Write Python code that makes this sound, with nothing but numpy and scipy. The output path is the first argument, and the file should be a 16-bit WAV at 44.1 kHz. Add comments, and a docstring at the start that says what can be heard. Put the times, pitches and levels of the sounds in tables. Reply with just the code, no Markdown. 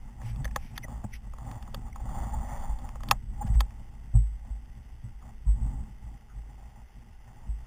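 """A small action camera is carried along a forest track and settled on its mount, heard inside its case.
First catches click, plastic squeaks and a glove rubs the shell, firmest at 2.2 s; the sharpest snap
comes at 3.1 s. From 3.5 to 5.5 s the heaviest bumps set the mount bouncing with a low boom. Light bumps,
rubbing and sway run on to the end. Throughout, the recorder samples at a low rate and holds each value,
which mirrors the sound into a gritty treble."""
import sys
import numpy as np
from scipy import signal
from scipy.fft import rfft, irfft
from scipy.io import wavfile
from scipy.ndimage import uniform_filter1d

SR = 44100
rng = np.random.default_rng(int(sys.argv[2]) if len(sys.argv) > 2 else 0)


def generate_wav(sig):
    """Save sig (samples, or channels by samples) to the path in sys.argv[1] as 16-bit PCM at SR."""
    pcm = np.round(np.clip(np.atleast_2d(sig).T, -1, 1) * 32767).astype(np.int16)
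    wavfile.write(sys.argv[1], SR, pcm)


N = 337806
TIME_S = np.arange(N) / SR

# bumps on the mount: t/s, peak/dB, build-up/s, t60/s, hardness as tilt/(dB/octave)
MOUNT_BUMPS = [(0.285, -25.5, 0.034, 0.52, 0.5), (0.431, -27.5, 0.0184, 0.3, -8),
               (.562, -32, 0.0013, .07, 29), (0.848, -29, 0.0051, 0.062, 8), (1.043, -26, 0.0022, 0.22, 18),
               (2.357, -24, 0.0084, 0.515, -18.5), (2.679, -25, 0.02, 0.24, -20),
               (3.088, -26.5, 0.0072, 0.14, 2), (3.113, -29, 0.0081, 0.35, 20),
               (3.441, -22.5, 0.017, 0.085, 14.5), (3.49, -19, 0.039, 0.13, 7.5),
               (3.543, -12.5, 0.021, 0.3, -12), (4.138, -20.5, 0.012, 0.027, -1.5),
               (4.141, -9, 0.014, 0.46, -2), (4.494, -27.5, 0.013, 0.39, -18),
               (5.03, -30.5, 0.014, 0.45, 6), (5.456, -20.5, 0.011, 0.17, 1), (5.46, -14, 0.041, 0.2, -4),
               (5.598, -19.5, 0.02, 0.45, -9), (5.678, -31.5, 0.017, 0.42, 2.5),
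               (6.035, -31, 0.046, 0.22, -0.5), (6.346, -34.5, .015, 0.88, -8),
               (7.489, -23.5, 0.0036, 0.36, -22)]
# modes of the camera on its mount: f/Hz, level/dB, share of the bump's t60
MOUNT_MODES = [(51.12, 4.5, 1), (111.6, 9.5, 0.36), (153.3, -20.5, 0.42), (198.8, -9.5, 0.37)]
# clicks of case and catch: t/s, peak/dB, then mode gains: body/dB, middle/dB, upper/dB, top/dB
CATCH_CLICKS = [(0.215, -38, -9, -5, -26, -29), (0.359, -45, -12, -18, -2, -11),
                (0.444, -32, -12, 12, -20, 6), (0.452, -25.5, -1.5, 7, -29, -37),
                (0.477, -42, -23, 8, -14, -26), (0.51, -43.5, -22, 6, 4, -22),
                (0.56, -16, -13, -7, -41, -17), (0.777, -24.5, -30, 3, -9, 1),
                (0.881, -37, -5, -33, -37, -37), (1.335, -37, -13, -42, -44, -47),
                (1.383, -37.5, -17, -16, -31, -36), (1.513, -38, -21, -7, -12, -14),
                (1.625, -41, -19, -9, -4, -9), (1.676, -39, -16, -29, -37, -44),
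                (1.745, -29, -9, -11, -7, -4), (1.958, -34.5, -22, -23, -41, -33),
                (2.089, -37.5, -29, -33, -36, -38), (2.787, -43.5, -6, -3, -22, -5),
                (2.889, -36.5, -21, -11, -10.5, -22), (2.955, -33.5, -9, -15, -42, -44),
                (3.005, -39, -22, -27, -31, -32), (3.033, -32.5, -12, -8, -15, -13.5),
                (3.086, -31, -26, -5, 2, 5), (3.111, -5.5, -23.5, -11.5, -7.5, -17),
                (3.605, -17, -17, -9.5, -7.5, -6), (3.706, -48, -21, -4, -2, -20)]
# modes of the plastic case: f/Hz, level/dB, t60/s
CASE_MODES = [(512, 3.5, 0.052), (605, 7, 0.027), (811, -5, 0.048), (964, 1, 0.016), (1082, 2, 0.022),
              (1278, -4, 0.031), (1694, 2.5, 0.023), (1880, 4, .02), (2080, -3.5, .02), (2510, 5, 0.0096),
              (2725, 0, 0.02), (3073, 0, .018), (3347, 8.5, 0.015), (3600, 9, 0.013), (3720, 4.5, 0.0069)]
# plastic squeaks and groans: centre t/s, level/dB, length/s, f/Hz, glide/(octave/s)
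PLASTIC_SQUEAKS = [(0.265, -34, 0.034, 110.8, 1.5), (0.4, -31, 0.022, 128.5, 5.5),
                   (0.842, -41, 0.014, 1984, -5.5), (1.139, -43, 0.0065, 1973, -2),
                   (1.93, -49.5, 0.0031, 2050, 3), (2.343, -37.5, 0.015, 851, -1.5),
                   (3.417, -31.5, 0.0096, 838, -1)]
# glove strokes: firmest t/s, drag level/dB, rise/s, fall/s, shake re drag/dB
GLOVE_STROKES = [(0.08, -60.5, 0.1, 0.1, 12.5), (0.24, -55, 0.094, .13, 8), (0.42, -53, 0.11, 0.15, 11),
                 (0.58, -60.5, 0.077, 0.45, 11.5), (0.76, -58, 0.05, 0.086, 10),
                 (0.9, -50.5, 0.043, 0.24, 7), (1.25, -58.5, 0.046, .1, 7), (1.51, -49.5, 0.2, 0.22, 6),
                 (1.69, -54.5, 0.088, 0.046, 5), (1.79, -55, 0.079, 0.11, 12),
                 (1.87, -55, 0.032, 0.077, -10), (1.96, -53, .012, 0.17, -16), (2.2, -42, 0.23, 0.44, 3.5),
                 (2.54, -44, 0.18, 0.43, -4), (2.86, -52.5, 0.072, 0.21, 4.5),
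                 (3.122, -46.5, 0.1, 0.057, 9.5), (3.46, -51.5, 0.16, 0.33, 8), (3.801, -63, 0.11, 0.41, 9),
                 (4.08, -67.5, 0.11, 0.11, 15.5), (4.52, -62, .1, 0.079, 9.5),
                 (4.769, -72.5, 0.096, 0.075, 18.5), (5.05, -68, .08, 0.089, 16.5),
                 (5.289, -54.5, .09, 0.062, 3), (5.69, -54.5, 0.21, 0.16, 14), (5.82, -61, 0.081, .12, 16),
                 (6.09, -62, 0.1, .12, 12.5), (6.36, -62.5, 0.068, 0.068, 12.5), (6.5, -64, .08, .09, 11),
                 (6.67, -61.5, 0.15, 0.16, 7.5), (6.799, -62.5, .07, 0.091, 6),
                 (6.999, -71.5, 0.087, 0.21, 19.5), (7.32, -62, 0.15, 0.43, 7),
                 (7.48, -62, 0.037, 0.082, 9.5), (7.65, -61.5, 0.11, .1, 5)]
# slow unrest of the carried camera: t/s, level/dB
CARRY_UNREST = [(0.0, -44.5), (0.49, -39), (0.72, -44), (2.07, -37), (2.24, -35), (3.16, -39.5),
                (3.56, -31), (3.73, -43), (3.97, -47), (4.27, -44), (5.25, -43.5), (5.65, -35.5),
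                (6.06, -47), (6.87, -52), (7.47, -47.5), (7.66, -46)]
# camera sway spectrum: f/Hz, level/dB
SWAY_SPECTRUM = [(12, -12), (18, 1), (26, -9), (38, -9.5), (52, -1), (65, -9.5), (85, -19), (130, -48)]
# camera shudder spectrum: f/Hz, level/dB
SHUDDER_SPECTRUM = [(70, -29.5), (95, -5), (115, 3), (150, -10.5), (185, -10), (222, -7), (260, -14.5),
                    (310, -23), (450, -33.5), (700, -44)]
# glove rub spectrum: f/Hz, level/dB
RUB_SPECTRUM = [(250, -31), (460, -18.5), (570, -9), (700, -7), (820, 2), (910, -3), (1010, -10),
                (1120, -9.5), (1300, -14.5), (1600, -25.5), (1930, -16), (2400, -41), (3000, -37),
                (3420, -24), (3900, -44)]
# cloth rustle spectrum: f/Hz, level/dB
RUSTLE_SPECTRUM = [(900, -16), (1450, -3), (1750, -6), (1950, 2), (2120, -1), (2350, -12.5), (2700, -5.5),
                   (3150, -10), (3430, -9), (3900, -16)]
# scuffs on the case: centre t/s, level/dB, length/s, f/Hz, width/Hz
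CASE_SCUFFS = [(0.28, -55.5, 0.072, 2140, 1470), (0.65, -61, 0.12, 2290, 1400),
               (0.766, -51, 0.013, 2350, 1400), (0.835, -55, 0.014, 2220, 900),
               (0.848, -48, 0.013, 657, 402), (1.045, -41, 0.0082, 770, 298),
               (1.147, -50.5, 0.03, 2350, 1410), (1.745, -41, 0.007, 750, 597),
               (2.523, -57.5, 0.1, 1876, 350), (3.129, -47, 0.022, 760, 251),
               (3.426, -41.5, 0.0094, 830, 300), (3.473, -53, 0.012, 1970, 1200),
               (3.548, -54, 0.013, 1940, 1000), (4.157, -51.5, 0.025, 780, 380),
               (4.453, -56.5, 0.0088, 750, 201), (5.224, -56.5, 0.01, 1180, 300),
               (5.486, -58, 0.032, 890, 400), (6.309, -62.5, 0.031, 1320, 300)]
# microphone hiss spectrum: f/Hz, level/dB
HISS_SPECTRUM = [(100, -13), (400, 15), (1200, -14), (3000, 4), (3900, -12), (4300, -16)]


def bumps():
    """A push builds up the mount's bounce; a harder one rings higher modes; the grip damps it."""
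    out, t = np.zeros(N), np.arange(SR) / SR
    lowest_hz = MOUNT_MODES[0][0]
    for at_s, peak_db, build_s, t60_s, tilt_db_per_oct in MOUNT_BUMPS:
        boom = np.zeros(len(t))
        for hz, mode_db, share in MOUNT_MODES:
            boom += undb(mode_db + tilt_db_per_oct * np.log2(hz / lowest_hz)) * ring(t, hz, t60_s * share)
        boom *= 1 - np.exp(-(t / build_s) ** 2)
        add(out, at_s, -undb(peak_db) * boom / np.abs(boom).max())
    return out


def clicks(rattle_db=-18, rattle_t60_s=0.03, stagger_s=0.00012, detune=0.008):
    """Each snap rings the case; where and how hard it lands decides which modes speak."""
    out, t = np.zeros(N), np.arange(SR // 8) / SR
    rattle_band = signal.butter(2, [600, 3300], "band", fs=SR, output="sos")
    stiff_wall = signal.butter(2, 400, "high", fs=SR, output="sos")
    gain_hz = [600, 800, 1300, 1700, 2100, 2450, 2700, 3400]
    for at_s, peak_db, body_db, middle_db, upper_db, top_db in CATCH_CLICKS:
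        gain_db = [body_db, 0, 0, middle_db, middle_db, upper_db, upper_db, top_db]
        snap = np.zeros(len(t))
        for k, (hz, mode_db, t60_s) in enumerate(CASE_MODES):
            level = undb(mode_db + np.interp(hz, gain_hz, gain_db))
            # the wave reaches each wall a moment apart
            age_s = np.maximum(t - rng.uniform(0, stagger_s), 0)
            detuned_hz = hz * (1 + detune * rng.standard_normal())
            snap += (-1) ** k * level * ring(age_s, detuned_hz, t60_s)
        # the parts chatter after contact
        rattle = unit(signal.sosfilt(rattle_band, rng.standard_normal(len(t))))
        rattle *= undb(rattle_db + 0.1 * middle_db) * np.exp(-np.log(1000) * t / rattle_t60_s)
        snap = signal.sosfilt(stiff_wall, snap / np.abs(snap).max() + rattle)
        add(out, at_s, undb(peak_db) * snap / np.abs(snap).max())
    return out


def squeaks(wobble=0.044):
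    """Plastic slides on plastic and sings briefly on one unsteady resonance."""
    out, t = np.zeros(N), np.arange(SR // 4) / SR - 1 / 8
    for at_s, level_db, length_s, hz, glide_oct_per_s in PLASTIC_SQUEAKS:
        pitch_hz = hz * 2 ** (glide_oct_per_s * t) * (1 + wobble * walk(rate_hz=900)[:len(t)])
        tone = np.sin(2 * np.pi * np.cumsum(pitch_hz) / SR)
        add(out, at_s + t[0], undb(level_db) * swell(tone, length_s))
    return out


def strokes(depth_db=20, release_exponent=1.56):
    """The glove firms up and lets go, by depth_db over each rise and fall; gives drag, shake envelopes."""
    drag_power, shake_power = np.zeros(N), np.zeros(N)
    for at_s, drag_db, rise_s, fall_s, shake_db in GLOVE_STROKES:
        t = TIME_S - at_s
        slack = np.where(t < 0, (t / rise_s) ** 2, np.abs(t / fall_s) ** release_exponent)
        power = undb(drag_db - depth_db * np.minimum(slack, 10)) ** 2
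        drag_power += power
        shake_power += power * undb(shake_db) ** 2
    return np.sqrt(drag_power), np.sqrt(shake_power)


def handling(rest_rub_db=-68, rest_rustle_db=-69.5, cloth_db=-64, at_drag_db=-44):
    """The camera sways and shudders while glove and cloth drag over it with wavering pressure."""
    unrest = undb(np.interp(TIME_S, *np.transpose(CARRY_UNREST)))
    drag, shake = strokes()
    cloth = undb(cloth_db) * (drag / undb(at_drag_db)) ** 0.63  # grows slower than the drag
    pressure = undb(1.3 * walk(rate_hz=45))
    sway = colour(rng.standard_normal(N), SWAY_SPECTRUM)
    sway *= np.hypot(undb(2) * shake, undb(1) * unrest)
    shudder = colour(friction(slips_per_s=1200, spread_db=2), SHUDDER_SPECTRUM)
    shudder *= pressure * np.hypot(shake, undb(-13) * unrest)
    rub = colour(friction(slips_per_s=3900, spread_db=1.5), RUB_SPECTRUM)
    rub *= pressure * np.hypot(undb(-0.5) * drag, undb(rest_rub_db))
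    rustle = colour(friction(slips_per_s=3000, spread_db=1), RUSTLE_SPECTRUM)
    rustle *= np.hypot(cloth, undb(rest_rustle_db))
    return sway + shudder + rub + rustle


def friction(slips_per_s, spread_db):
    """Dense tiny slips of uneven size; rms 1."""
    slips = (rng.random(N) < slips_per_s / SR) * rng.standard_normal(N)
    return unit(slips * undb(spread_db * np.clip(rng.standard_normal(N), -2, 2)))


def scuffs():
    """A finger or sleeve brushes the case: a short swell of band-limited noise."""
    out = np.zeros(N)
    for at_s, level_db, length_s, hz, width_hz in CASE_SCUFFS:
        b, a = signal.iirpeak(hz, hz / (1.1 * width_hz), fs=SR)
        brush = signal.lfilter(b, a, signal.lfilter(b, a, rng.standard_normal(SR // 4)))
        add(out, at_s - 1 / 8, undb(level_db) * swell(brush, length_s))
    return out


def hiss(level_db=-72):
    """Faint steady microphone noise."""
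    return undb(level_db) * colour(rng.standard_normal(N), HISS_SPECTRUM)


def undb(db):
    return 10 ** (np.asarray(db) / 20)


def unit(x):
    """Scale to rms 1."""
    return x / np.sqrt(np.mean(x ** 2))


def colour(x, spectrum):
    """Filter x by an (f/Hz, level/dB) table; rms 1."""
    hz, db = np.transpose(spectrum)
    log_hz = np.log(np.maximum(np.fft.rfftfreq(N, 1 / SR), 1))
    gain_db = np.interp(log_hz, np.log(hz), db, left=-90, right=-90)
    return unit(irfft(rfft(x) * undb(gain_db), N))


def walk(rate_hz):
    """Smooth random drift; rms 1."""
    hold = int(SR / rate_hz)
    steps = np.repeat(rng.standard_normal(N // hold + 1), hold)
    return unit(uniform_filter1d(steps, hold)[:N])


def ring(t, hz, t60_s):
    """One decaying mode."""
    return np.sin(2 * np.pi * hz * t) * np.exp(-np.log(1000) * t / t60_s)


def swell(x, length_s):
    """Gaussian rise and fall about the middle of x; rms 1 at the top."""
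    t = (np.arange(len(x)) - len(x) // 2) / SR
    shape = np.exp(-2 * (t / length_s) ** 2)
    return shape * x * np.sqrt(np.sum(shape ** 2) / np.sum((shape * x) ** 2))


def add(out, at_s, x):
    """Mix x into out from at_s on."""
    i = max(int(at_s * SR), 0)
    out[i:i + len(x)] += x[:max(N - i, 0)]


def scene():
    """All sources inside the case; mono."""
    return (clicks() + squeaks() + scuffs() + bumps() + handling() + hiss())[None]


def record(dry):
    """Low-pass, sample at 8 kHz and hold: the steps mirror the sound around 8 and 16 kHz."""
    sample_hz, top_hz, oversample = 8000, 15500, 6
    smooth = signal.sosfilt(signal.butter(12, 3900, fs=SR, output="sos"), dry)
    samples = np.interp(np.arange(0, N / SR, 1 / sample_hz), TIME_S, smooth[0])
    held = np.repeat(samples, oversample)
    steps = signal.resample_poly(held, SR, oversample * sample_hz)[None, :N]
    return signal.sosfilt(signal.ellip(8, 0.2, 70, top_hz, fs=SR, output="sos"), steps)


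dry = scene()
out = record(dry)
generate_wav(out)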